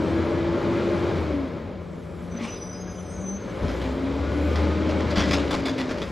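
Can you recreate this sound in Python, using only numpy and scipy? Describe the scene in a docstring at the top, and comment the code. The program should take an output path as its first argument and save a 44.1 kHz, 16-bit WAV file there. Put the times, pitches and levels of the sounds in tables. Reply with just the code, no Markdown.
"""A heavy refuse truck's six-cylinder engine pulls far down a residential street, eases off and pulls again;
its hydraulic pump whines along, a tone and throbbing noise locked to one shaft. A sinking aircraft whine is a
gliding sine, and a thin hiss is filtered noise. The brakes squeal in narrow-band modes and puff noise; then
steel body parts bang and bounce as decaying noise and ringing modes. House fronts scatter the sound to a pair
of microphone ports."""
import sys
import numpy as np
from scipy import signal
from scipy.fft import rfft, irfft, next_fast_len
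from scipy.io import wavfile
from scipy.ndimage import uniform_filter1d, map_coordinates

SR = 44100
rng = np.random.default_rng(int(sys.argv[2]) if len(sys.argv) > 2 else 0)


def unload_wav(signal):
    """Save mono or channel-first audio to the path in sys.argv[1] as 16-bit WAV at rate SR, clipped to [-1, 1]."""
    wavfile.write(
        sys.argv[1],
        SR,
        np.round(np.clip(np.atleast_2d(signal).T, -1, 1) * 32767).astype(np.int16),
    )


N = 269451


def amp(db):
    """Level definition: 20 dB is a factor of ten in amplitude."""
    return 10 ** (np.asarray(db) / 20)


def unit(x):
    """Normalization: scale a signal to rms 1."""
    return x / np.sqrt(np.mean(x ** 2) + 1e-20)


def along(points, hz):
    """Logarithmic frequency scale: interpolate (f/Hz, value) points."""
    f, value = np.transpose(points)
    return np.interp(np.log(hz + 1), np.log(f + 1), value)


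def curves(rows):
    """Linear interpolation in time: one value per sample for each column after t/s."""
    s, *columns = np.transpose(rows)
    t = np.arange(N) / SR
    return [np.interp(t, s, column) for column in columns]


def wobble(rate):
    """Slow random modulation: a smooth curve through `rate` Gaussian knots a second."""
    knots = rng.standard_normal(int(N * rate / SR) + 4)
    return map_coordinates(knots, [np.arange(N) * rate / SR])


def swell(peak_s, db, rise_s, fall_s):
    """Exponential growth and decay: 20 dB up to the peak, and down from it, in each given time."""
    t = np.arange(N) / SR - peak_s
    return amp(db - 20 * np.maximum(-t / rise_s, t / fall_s))


def filtered(x, response):
    """Linear filtering: multiply the spectrum by a complex response of frequency."""
    m = next_fast_len(N + SR // 2)
    spectrum = rfft(x, m) * response(np.fft.rfftfreq(m, 1 / SR))
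    return irfft(spectrum, m)[..., :N]


def noise(spectrum, patchy_db, throb=1, knocks=0):
    """Subtractive synthesis: patchy noise plus knocks, modulated, then coloured and scaled to rms 1."""
    z = signal.stft(rng.standard_normal(N), nperseg=512)[2]
    # smooth over neighbouring bands, then over time
    field = uniform_filter1d(rng.standard_normal(z.shape), 6, 0)
    field = uniform_filter1d(field, 12, 1)
    white = signal.istft(z * amp(patchy_db * unit(field)), nperseg=512)[1][:N]
    source = throb * (unit(white) + knocks)
    return unit(filtered(source, lambda hz: amp(along(spectrum, hz))))


def tone(cycles):
    """Phase-driven oscillator: a sine of rms 1 at a random starting phase."""
    return np.sqrt(2) * np.sin(2 * np.pi * (cycles + rng.random()))


# brief dips of the pump tone: t/s, depth/dB, half width/s
PUMP_DIPS = [(2.55, 15.5, 0.1495), (4.3, 14, 0.063), (4.54, 30, 0.0688), (5.5, 7.5, 0.06894)]


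def pump(teeth, pump_db):
    """Tooth-passing tone: each pump tooth gives one cycle, with small level and phase jitter."""
    t = np.arange(N) / SR
    dips_db = sum(db * np.clip(1 - np.abs(t - s) / half, 0, 1) for s, db, half in PUMP_DIPS)
    return amp(pump_db - dips_db + 1.3 * wobble(18)) * tone(teeth + .032 * wobble(28))


# gear whines: multiple of the tooth rate, peak t/s, mean peak level/dB, rise/s per 20 dB, fall/s per 20 dB
WHINES = [(5.06, .3, -51, .8, .8), (4.07, .85, -47, 1.6, 1.2), (6, .85, -51, .7, .7),
          (8.5, .9, -57, .6, .5), (4.07, 3, -52, 1.4, .87), (8.15, 3.1, -60.5, 2.2, .64),
          (4.06, 4.25, -47.5, .5, 1.2), (5.07, 4.45, -48, .8, .9), (8.35, 4.5, -54, .3, .2),
          (2, 4.55, -39, .5, .05), (4.07, 4.72, -45, .4, 1.4), (2, 4.9, -34, .3, .1),
          (2, 5.253, -42, .32, .5)]


def gears(teeth):
    """Gear-mesh tones: fixed ratios to the shaft, each swelling and fading."""
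    out = np.zeros(N)
    for ratio, *shape in WHINES:
        level = swell(*shape) * amp(3.2 * wobble(15))
        out += level * tone(ratio * teeth + .09 * wobble(32))
    return out


# engine orders: multiple of the firing rate, mean level/dB re the firing tone
ORDERS_OF_FIRING = [(.5, -35), (1.5, -30), (2, -33), (2.5, -13), (3, -34.5)]


def firing_tones(firings):
    """Engine orders: a firing tone with wavering tones at multiples of its rate."""
    out = tone(firings)
    for order, db in ORDERS_OF_FIRING:
        out += amp(db + 2.8 * wobble(6.9)) * tone(order * firings)
    return out


# spectrum of the pipe's lowest resonances: f/Hz, relative level/dB per Hz
BOOM = [(20, -48), (40, -15.5), (62, -4.5), (85, 2), (100, -1.5), (130, -15), (165, -8), (200, -9),
        (250, -40), (300, -63)]
BOOM_DB, BOOM_GROWS = -38, 0.214  # mean level at full load; dB per dB of load


def boom(load_db):
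    """Pipe resonance: low-frequency noise coloured by the exhaust pipe's lowest modes."""
    level_db = BOOM_DB + BOOM_GROWS * load_db + 1.1 * wobble(6)
    return amp(level_db) * noise(BOOM, patchy_db=1.0)


# exhaust roar spectrum: f/Hz, relative level/dB per Hz
ROAR = [(65, -36), (110, -5), (130, -12), (163, -5), (183, -5.5), (232, -5), (360, -4.5), (482, -8.5),
        (601, -5.5), (676, -22), (720, -27), (940, -52), (1580, -120)]


def exhaust_roar(pulse):
    """Amplitude modulation: each firing throbs the exhaust noise."""
    return noise(ROAR, patchy_db=0.8868, throb=1 + 0.763 * pulse)


# block and fan spectrum before the panels: f/Hz, relative level/dB per Hz
RUSH = [(400, -25.5), (680, 1.5), (1000, 0.5), (1400, -1.5), (1850, -7), (2200, -5), (2450, -7.5),
        (2650, -11), (3150, -10.5), (4000, -13), (5000, -17.5), (7000, -27), (9000, -32), (16000, -67)]
# cab and block resonances: f/Hz, width/Hz, lift/dB
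PANELS = [(860, 30, 4), (1032, 25, 5), (1255, 25, 3), (1684, 22, 4), (1863, 25, 3), (1972, 22, 3),
          (2066, 25, 4), (2247, 30, 4), (2425, 25, 3), (3158, 30, 4)]
# treble affected by the brightness control: f/Hz, share
BRIGHT = [(1000, 0), (2500, 0.47), (5000, 0.654)]
RUSH_DB, RUSH_GROWS = -35.5, 1.119  # level at full load before brightness; dB per dB of load
# treble gain at t = 0 and full load; dB/s as the truck draws near; dB per dB of load
BRIGHT_DB, BRIGHT_DB_PER_S, BRIGHT_GROWS = -3.5, 1.1713, 0.245
KNOCK_SHARE, KNOCK_GRAINS = .55, 2048  # knock level re the noise; random values in one engine cycle


def block(firings, pulse, load_db):
    """Forced resonance: noise and cyclic knocks excite the cab and block."""
    # valves and injectors repeat every six firings
    grain = (firings / 6 % 1 * KNOCK_GRAINS).astype(int)
    cycle = rng.standard_normal(KNOCK_GRAINS)[grain]
    rush = noise(RUSH, patchy_db=0.77, throb=1 + 0.3 * pulse, knocks=KNOCK_SHARE * cycle)

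    def panel_gain(hz):
        """Resonance curve: each mode lifts a band of its own width."""
        return amp(sum(db / (1 + (2 * (hz - centre) / width) ** 2) for centre, width, db in PANELS))

    rush = unit(filtered(rush, panel_gain))
    treble = filtered(rush, lambda hz: np.clip(along(BRIGHT, hz), 0, 1))
    bright_db = BRIGHT_DB + BRIGHT_DB_PER_S * np.arange(N) / SR + BRIGHT_GROWS * load_db
    rush += (amp(bright_db) - 1) * treble
    return amp(RUSH_DB + RUSH_GROWS * load_db) * rush


# engine course: t/s, pump tooth rate f/Hz, load as exhaust roar level/dB, firing tone level/dB,
# pump tone mean level/dB before its dips
ENGINE = [(0, 325.6, -27, -40, -31), (.15, 329.4, -26.3, -32, -29.5), (.5, 339.5, -26.8, -36.5, -28.5),
          (.8, 342.1, -26, -39.5, -25.5), (1.08, 345.2, -26, -35, -28), (1.19, 330.2, -26.5, -31, -33.5),
          (1.38, 281.6, -31, -34, -26.5), (1.55, 236.1, -34, -61, -41), (1.75, 184.8, -37.5, -63, -44),
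          (1.9, 163.4, -39.5, -62, -40.5), (2.13, 170, -39, -62, -42), (2.38, 178, -37, -61.5, -35.5),
          (2.7, 181.6, -37.5, -60.5, -40), (3.11, 179.6, -38, -61.5, -40), (3.35, 196.7, -37, -60.5, -33),
          (3.5, 205, -33.5, -51, -51.5), (3.61, 207.1, -31.5, -45, -51.5), (3.645, 212.7, -29, -35, -50),
          (3.77, 243, -30.5, -32.5, -45), (3.87, 256.5, -31, -30.5, -33), (4.0, 265.6, -31, -38.5, -32),
          (4.2, 279.7, -29.5, -31.5, -29.5), (4.45, 295, -29, -26, -28.5), (4.62, 301.8, -26.5, -22.5, -29),
          (4.82, 310.3, -28, -28.5, -32), (5.0, 312.1, -27, -29, -34), (5.4, 286.9, -27, -29.5, -30.5),
          (5.68, 269, -31.5, -40.5, -30), (5.86, 253.4, -31.5, -57, -32.5), (6.0, 255, -32, -39, -48.5),
          (6.11, 236, -34.5, -41.5, -54.5)]
FIRING_PER_TOOTH = .258
FULL_DB = -27  # exhaust roar level taken as full load


def engine():
    """Common-shaft synchronism: pump teeth, gears and firings all follow one rotation."""
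    tooth_hz, roar_db, firing_db, pump_db = curves(ENGINE)
    load_db = roar_db - FULL_DB
    teeth = np.cumsum(tooth_hz) / SR
    firings = FIRING_PER_TOOTH * teeth
    strength = amp(1.6 * wobble(60))  # cylinders never fire quite alike
    pulse = strength * np.exp(-2.5 * (firings % 1))
    tones = pump(teeth, pump_db) + gears(teeth) + amp(firing_db) * firing_tones(firings)
    roar = amp(roar_db) * exhaust_roar(pulse)
    return tones + boom(load_db) + roar + block(firings, pulse, load_db)


# a far aircraft's whine sinks as it passes: t/s, f/Hz, mean level/dB
FLYOVER = [(0, 530, -48), (.4, 523, -50), (1.0, 514, -54), (1.6, 504, -57), (1.9, 500, -51),
           (2.2, 496, -52), (2.6, 491, -59), (3.05, 488, -53), (3.4, 486, -54), (3.6, 483, -44),
           (3.95, 482, -49), (4.4, 479.5, -46), (4.75, 478, -48), (5.0, 477, -55), (5.5, 474, -52),
           (6.11, 471, -58)]


def aircraft():
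    """Frequency modulation: a sinking sine whose phase sums its frequency, slightly wavering."""
    hz, db = curves(FLYOVER)
    return amp(db + 1.5 * wobble(8)) * tone(np.cumsum(hz) / SR + .03 * wobble(10))


# course of the thin hiss: t/s, level/dB
HISS = [(0, -60), (.46, -66.5), (1.09, -60.5), (1.75, -75), (1.95, -65.5), (2.35, -64), (2.98, -76.5),
        (3.79, -57.5), (4.12, -65.5), (4.56, -57), (4.8, -67.5), (5.3, -62.5), (5.89, -66.5), (6.11, -60)]
# hiss spectrum: f/Hz, relative level/dB per Hz
HISS_COLOUR = [(3000, -32), (5500, 3.5), (8000, 3.5), (11000, -1), (12000, -5.5), (15000, -9.5),
               (16000, -12.5)]


def hiss():
    """Band-shaped noise: a thin hiss of varying level goes on throughout."""
    return amp(curves(HISS)[0]) * noise(HISS_COLOUR, patchy_db=3.0)


GRIP_S = 0.0265  # a stretch of squeal sets in and stops within this time


def sing(rows):
    """Stick-slip: the chattering shoe spreads a stretch of squeal from a tone into narrow-band noise."""
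    hz, db, chatter = curves(rows)
    t = np.arange(N) / SR
    to_nearest_end = np.minimum(t - rows[0][0], rows[-1][0] - t)
    edges = np.clip(to_nearest_end / GRIP_S + .5, 0, 1)
    share = np.clip(chatter, 0, 1)
    carrier = np.exp(2j * np.pi * np.cumsum(hz) / SR)
    random_part = (wobble(130) + 1j * wobble(130)) / np.sqrt(2)
    slips = carrier * (np.sqrt(1 - share ** 2) + share * random_part)
    return edges * amp(db) * np.sqrt(2) * slips.real


# stretches of brake squeal, one curve each; a mode may sing in several: t/s, f/Hz, level/dB, chatter 0-1
SQUEALS = [
    [(2.3, 6055, -67.5, 0.51), (2.332, 6005, -48, 0.45), (2.354, 6048, -64.5, 0.5),
     (2.378, 6046, -41, 0.48), (2.394, 5974, -62.5, 0.5), (2.452, 5984, -46.5, 0.64),
     (2.466, 5981, -59.5, 0.5), (2.484, 5978, -45, 0.63), (2.558, 5986, -42.5, 0.49),
     (2.586, 5946, -57, 0.49), (2.63, 5935, -39, 0.5), (2.646, 5950, -47, 0.65), (2.734, 5984, -46, 0.6),
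     (2.8, 5975, -54, .65), (2.89, 5990, -59, 0.65)],
    [(2.56, 5935, -56, .5), (2.7, 5920, -51, .5), (2.76, 5915, -54, .55), (2.89, 5900, -63, .6)],
    [(3.31, 5740, -70, .6), (3.35, 5750, -62, .6), (3.38, 5770, -68, .6)],
    [(2.88, 6035, -58, 0.55), (2.916, 6040, -48, 0.52), (2.944, 6022, -56, 0.55), (2.97, 6048, -46.5, 0.68),
     (3.046, 6028, -53.5, 0.62), (3.208, 6067, -51, 0.57), (3.235, 6085, -54, 0.55)],
    [(3.22, 6100, -53, 0.3), (3.292, 6106, -37, 0.43), (3.336, 6124, -43.5, 0.18),
     (3.372, 6122, -41.5, 0.3), (3.4, 6119, -64.5, 0.22), (3.428, 6121, -50, 0.2),
     (3.458, 6116, -67.5, 0.2), (3.506, 6118, -55, 0.21), (3.53, 6114, -74.5, 0.2)],
    [(2.47, 5100, -65, 0.4), (2.476, 5083, -59, 0.4), (2.582, 5050, -50, 0.4), (2.594, 5049, -60, 0.41),
     (2.608, 5020, -55.5, 0.4), (2.672, 5013, -54, 0.42), (2.69, 5040, -64, 0.4),
     (2.756, 5040, -47.5, 0.43), (2.85, 5018, -59, 0.41), (2.862, 5015, -66, 0.4),
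     (2.886, 5028, -53.5, 0.45), (2.99, 4995, -65, 0.4)],
    [(3.0, 5058, -70, 0.6), (3.012, 5100, -62.5, 0.6), (3.168, 5160, -63, 0.6), (3.2, 5103, -69, 0.6)],
    [(2.71, 6457, -75, 0.6), (2.736, 6430, -60, 0.6), (2.756, 6390, -69.5, 0.6), (2.818, 6390, -45.5, 0.58),
     (2.848, 6404, -57.5, 0.6), (2.91, 6410, -50.5, 0.61), (2.934, 6442, -69, 0.6),
     (2.942, 6423, -61.5, 0.6), (3.08, 6410, -68, 0.6)],
    [(3.09, 6509, -68, 0.25), (3.14, 6498, -49, 0.25), (3.162, 6500, -50.5, 0.25), (3.196, 6498, -62, 0.27),
     (3.218, 6496, -51, 0.25), (3.256, 6508, -65, 0.25), (3.272, 6500, -57, 0.25), (3.32, 6501, -69, 0.25),
     (3.346, 6493, -54, 0.25), (3.5, 6460, -70, 0.25)],
    [(2.91, 7057, -77, 0.5), (2.966, 7118, -64.5, 0.51), (3.03, 7103, -65.5, 0.5), (3.06, 7065, -79.5, 0.5)],
    [(3.19, 7043, -75, 0.2), (3.22, 7014, -58, 0.2), (3.25, 7014, -76, 0.2)],
    [(2.41, 8320, -62, .5), (2.44, 8310, -51.5, .5), (2.5, 8300, -65.5, .6), (2.66, 8270, -61.5, 0.79),
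     (2.83, 8320, -70, .6)],
    [(3.04, 8310, -68.5, .4), (3.11, 8308, -50.5, 0.32), (3.18, 8308, -62.5, 0.33), (3.22, 8310, -56.5, .3),
     (3.25, 8320, -64, .3), (3.3, 8310, -58, .3), (3.36, 8330, -71.5, .3)],
    [(2.91, 8690, -60.5, .5), (3.06, 8610, -59, .5)],
    [(2.46, 11060, -69.5, 0.61), (2.6, 11030, -65, 0.82), (2.85, 11060, -69.5, .7), (3.0, 11130, -70, 0.63),
     (3.1, 11170, -72, .5), (3.17, 11140, -82.5, .5)],
    [(2.9, 12050, -82.5, .5), (3.1, 12150, -83, .5), (3.37, 12230, -78, .4)],
]


def brake_squeal():
    """Superposition: the stretches of squeal from the drum's modes add."""
    return sum(sing(rows) for rows in SQUEALS)


# brake air spectrum: f/Hz, relative level/dB per Hz
AIR = [(500, -4), (1000, 1.5), (1600, -5.5), (2300, 0), (3300, -4), (5000, -11.5), (8000, -22.5),
       (16000, -52)]
PUFF_S, PUFF_DB, PUFF_RISE_S, PUFF_FALL_S = 2.445, -36.5, 0.1104, 0.178  # peak; time per 20 dB


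def brake_puff():
    """Jet noise: air from the brake valve is a swelling, fluttering broadband noise."""
    air = noise(AIR, patchy_db=2.2, throb=amp(1.4 * wobble(250)))
    return swell(PUFF_S, PUFF_DB, PUFF_RISE_S, PUFF_FALL_S) * air


# frame jolts and small pings: t/s, level/dB before the soft onset, f/Hz, t60/s
THUMPS = [(2.345, -26, 228.2, 0.203), (2.409, -21.5, 226, .12), (2.4265, -24.5, 228, .17),
          (2.488, -38, 2370, .08), (2.875, -39.5, 1640, 0.1), (2.98, -45.5, 3050, 0.068),
          (2.98, -48, 3315, 0.065), (3.634, -19, 80.9, 0.264), (3.634, -18.5, 168.6, 0.114),
          (3.6275, -27, 1000, .05), (3.629, -26.5, 433, 0.102), (3.648, -27.5, 259.9, 0.079),
          (5.333, -17, 289, 0.116), (5.333, -19.5, 557.5, 0.11), (5.17, -18, 199, 0.202),
          (5.17, -23.5, 49.85, 0.195)]


def chassis():
    """Damped free vibration: jolts and pings are single soft-edged, decaying sines."""
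    out, t = np.zeros(N + SR), np.arange(SR // 2) / SR
    for s, db, hz, t60 in THUMPS:
        envelope = amp(db - 60 * t / t60) * (1 - np.exp(-t / .0025))
        out[round(s * SR):][:len(t)] += envelope * np.sin(2 * np.pi * hz * t)
    return out[:N]


# resonant modes, mostly of struck steel: f/Hz, width/Hz, mean relative level/dB
STEEL = [(560, 80, 13), (765, 35, -3), (1035, 22, 7), (1150, 35, 0), (1330, 35, -3), (1670, 35, -1),
         (1810, 35, 2), (1972, 22, 6), (2180, 35, 2), (2340, 35, 1), (2460, 35, -1), (3390, 35, -1),
         (3470, 25, 3), (3780, 45, -2), (4700, 50, -4), (4945, 30, 2), (6980, 60, -5)]
STRUCK_DB_PER_OCTAVE = 8  # modes far from the given pitch ring this much weaker


def steel_ring(struck_hz, ring):
    """Modal synthesis: each burst excites the modes at new strengths and pitches."""
    hz, width, level = np.transpose(STEEL)[..., None]
    strength, drift = rng.standard_normal((2, len(STEEL), 1))
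    # a wandering phase blurs each mode to its width
    steps = rng.standard_normal((len(STEEL), len(ring)))
    slips = np.cumsum(steps, axis=1) * np.sqrt(width / SR)
    near_db = -STRUCK_DB_PER_OCTAVE * np.abs(np.log2(hz / struck_hz))
    phase = 2 * np.pi * hz * (1 + .006 * drift) * ring + np.sqrt(2 * np.pi) * slips
    return (amp(level + near_db + 4 * strength) * np.sin(phase)).sum(axis=0)


# steel on steel; the first row is the low, breathy start of the brake puff: t/s, reference level/dB,
# envelope t60/s (held to .03-.6 s), clang gain/dB re reference, sizzle level/dB re reference,
# pitch of the struck part (in the first row, of the breath) f/Hz
BANGS = [(2.38, -40.5, 0.305, -7.5, -45, 1000), (3.6274, -35, 0.16, -17.5, -37, 898),
         (3.68, -31, 0.66, -28, -32.5, 2000), (3.815, -31, 0.5, -24, -33, 2299),
         (4.557, -24, 0.243, -26, -41.5, 2402), (4.8912, -24, .14, -22, -30.5, 2000),
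         (5.005, -30.5, 0.092, -20.5, -35, 3301), (5.1029, -23, 0.147, -22, -30, 4500),
         (5.1572, -19.5, 0.216, -19, -43.5, 3300), (5.172, -22, 0.246, -15, -41, 1200),
         (5.19, -25, 0.2, -22.5, -45, 1500), (5.204, -25, .3, -20, -42, 3300),
         (5.228, -32.5, 0.28, -15, -38.5, 2000), (5.28, -28.5, 0.22, -17.5, -34.5, 4800),
         (5.3086, -18.5, 0.195, -15, -31.5, 2100), (5.3323, -15, 0.1646, -21, -30, 1000),
         (5.5074, -20.5, 0.264, -20, -25, 4200), (5.528, -28, 0.2, -19, -35, 1500),
         (5.538, -27, .15, -19, -33, 2300), (5.595, -31, .08, -18.5, -23.5, 5000),
         (5.655, -24, 0.225, -17, -25, 3200), (5.671, -29, .1, -16, -33, 1900),
         (5.6795, -25.5, 0.115, -16, -33, 1900), (5.692, -31.5, 0.097, -17.5, -31, 4900),
         (5.7799, -26.5, 0.207, -18, -24, 2600), (5.7988, -30.5, .14, -13, -38, 2000),
         (5.815, -33, .1, -19, -28, 2000), (5.891, -30, 0.164, -23.5, -33, 2500),
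         (5.91, -23.5, .086, -19, -27, 2000), (5.984, -34, .08, -19, -30, 2500),
         (6.0175, -25.5, 0.107, -15.5, -31.5, 3600)]
# rattling spectrum: f/Hz, relative level/dB per Hz
CRASH = [(250, 3), (600, 2.5), (2000, -2.5), (5000, -9), (8000, -23), (10000, -27.5), (16000, -87)]
# spectrum of a bang's sharp edge: f/Hz, relative level/dB per Hz
SIZZLE = [(5000, -39), (7500, 3.5), (11000, -2), (13000, -13.5), (16000, -19.5)]
CRASH_DB = -7.5  # rattling re the reference level
LINGER_DB, LINGER_S = -15, 0.821  # the rattling lingers: level re the crash, t60
TICK_DB, TICK_S = -4, .006  # first contact: level re the rattling, t60


def body_and_puff_start():
    """Impulsive excitation: bursts of noise with ringing modes make the bangs and the puff's low start."""
    crash, edge, clang = np.zeros((3, N + SR))
    t = np.arange(SR // 2) / SR
    ring = t[:SR // 4]
    for s, db, t60, clang_db, edge_db, struck_hz in BANGS:
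        start = round(s * SR)
        shape = amp(-60 * t / np.clip(t60, .03, .6)) * (1 - np.exp(-t / .001))
        linger = amp(LINGER_DB - 60 * t / LINGER_S) * (t > .01)
        crash[start:][:len(t)] += amp(db + CRASH_DB) * np.maximum(shape, linger)
        crash[start:][:len(t)] += amp(db + CRASH_DB + TICK_DB - 60 * t / TICK_S)
        edge[start:][:len(t)] += amp(db + edge_db) * shape ** 1.51
        modes = steel_ring(struck_hz, ring)
        clang[start:][:len(ring)] += amp(db + clang_db) * shape[:len(ring)] * modes
    debris = amp(1.3 * wobble(170) + 2.2 * wobble(450))  # loose parts make the crash grainy
    rattle = crash[:N] * noise(CRASH, patchy_db=2.5, throb=debris)
    sizzle = edge[:N] * noise(SIZZLE, patchy_db=1.5)
    return rattle + debris * sizzle + np.sqrt(debris) * clang[:N]


# likeness of the truck's sound at the ports: f/Hz, left-right likeness 0-1
ALIKE = [(100, .995), (200, .96), (380, .96), (600, .9), (800, .83), (1400, .86), (1900, .94), (2200, .998),
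         (3200, .999), (3700, .9998), (8200, 1)]


def scene():
    """Diffuse scattering: direct sound is alike at both ports; scattered sound and aircraft are opposite."""
    truck = engine() + hiss() + brake_squeal() + brake_puff() + chassis() + body_and_puff_start()
    t = np.arange(SR // 2) / SR
    houses = rng.standard_normal(len(t)) * amp(-60 * t / .45)  # t60 .45 s
    scattered = signal.fftconvolve(truck, houses / np.linalg.norm(houses))[:N]
    # a side signal at tan(arccos(likeness) / 2) of the direct sound
    side = filtered(scattered, lambda hz: np.tan(np.arccos(np.clip(along(ALIKE, hz), 0, 1)) / 2))
    side += aircraft()
    return np.array([truck + side, truck - side])


# level difference of the ports: f/Hz, left over right level/dB
LEFT_DB = [(60, 2), (170, 2.4), (350, 1.8), (600, 1), (860, 2.6), (1500, 2.8), (1900, 1.8), (2400, 0)]
# phase difference of the ports: f/Hz, cycles the right port leads
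LEAD = [(7400, 0), (8800, .5), (9300, .5), (10800, 1), (11650, 1), (12750, 1.5), (13750, 1.5), (14600, 2)]
TOP_HZ = 15720  # band limit


def record(dry):
    """Interchannel differences: the ports differ in level and treble phase, up to the band limit."""
    half = np.array([[.5], [-.5]])  # each port takes half the difference

    def ports(hz):
        """Complex transfer function: gain and phase of each port."""
        gain = amp(half * along(LEFT_DB, hz))
        phase = np.exp(-2j * np.pi * half * along(LEAD, hz))
        return gain * phase * (hz < TOP_HZ)

    return filtered(dry, ports)


dry = scene()
out = record(dry)
unload_wav(out)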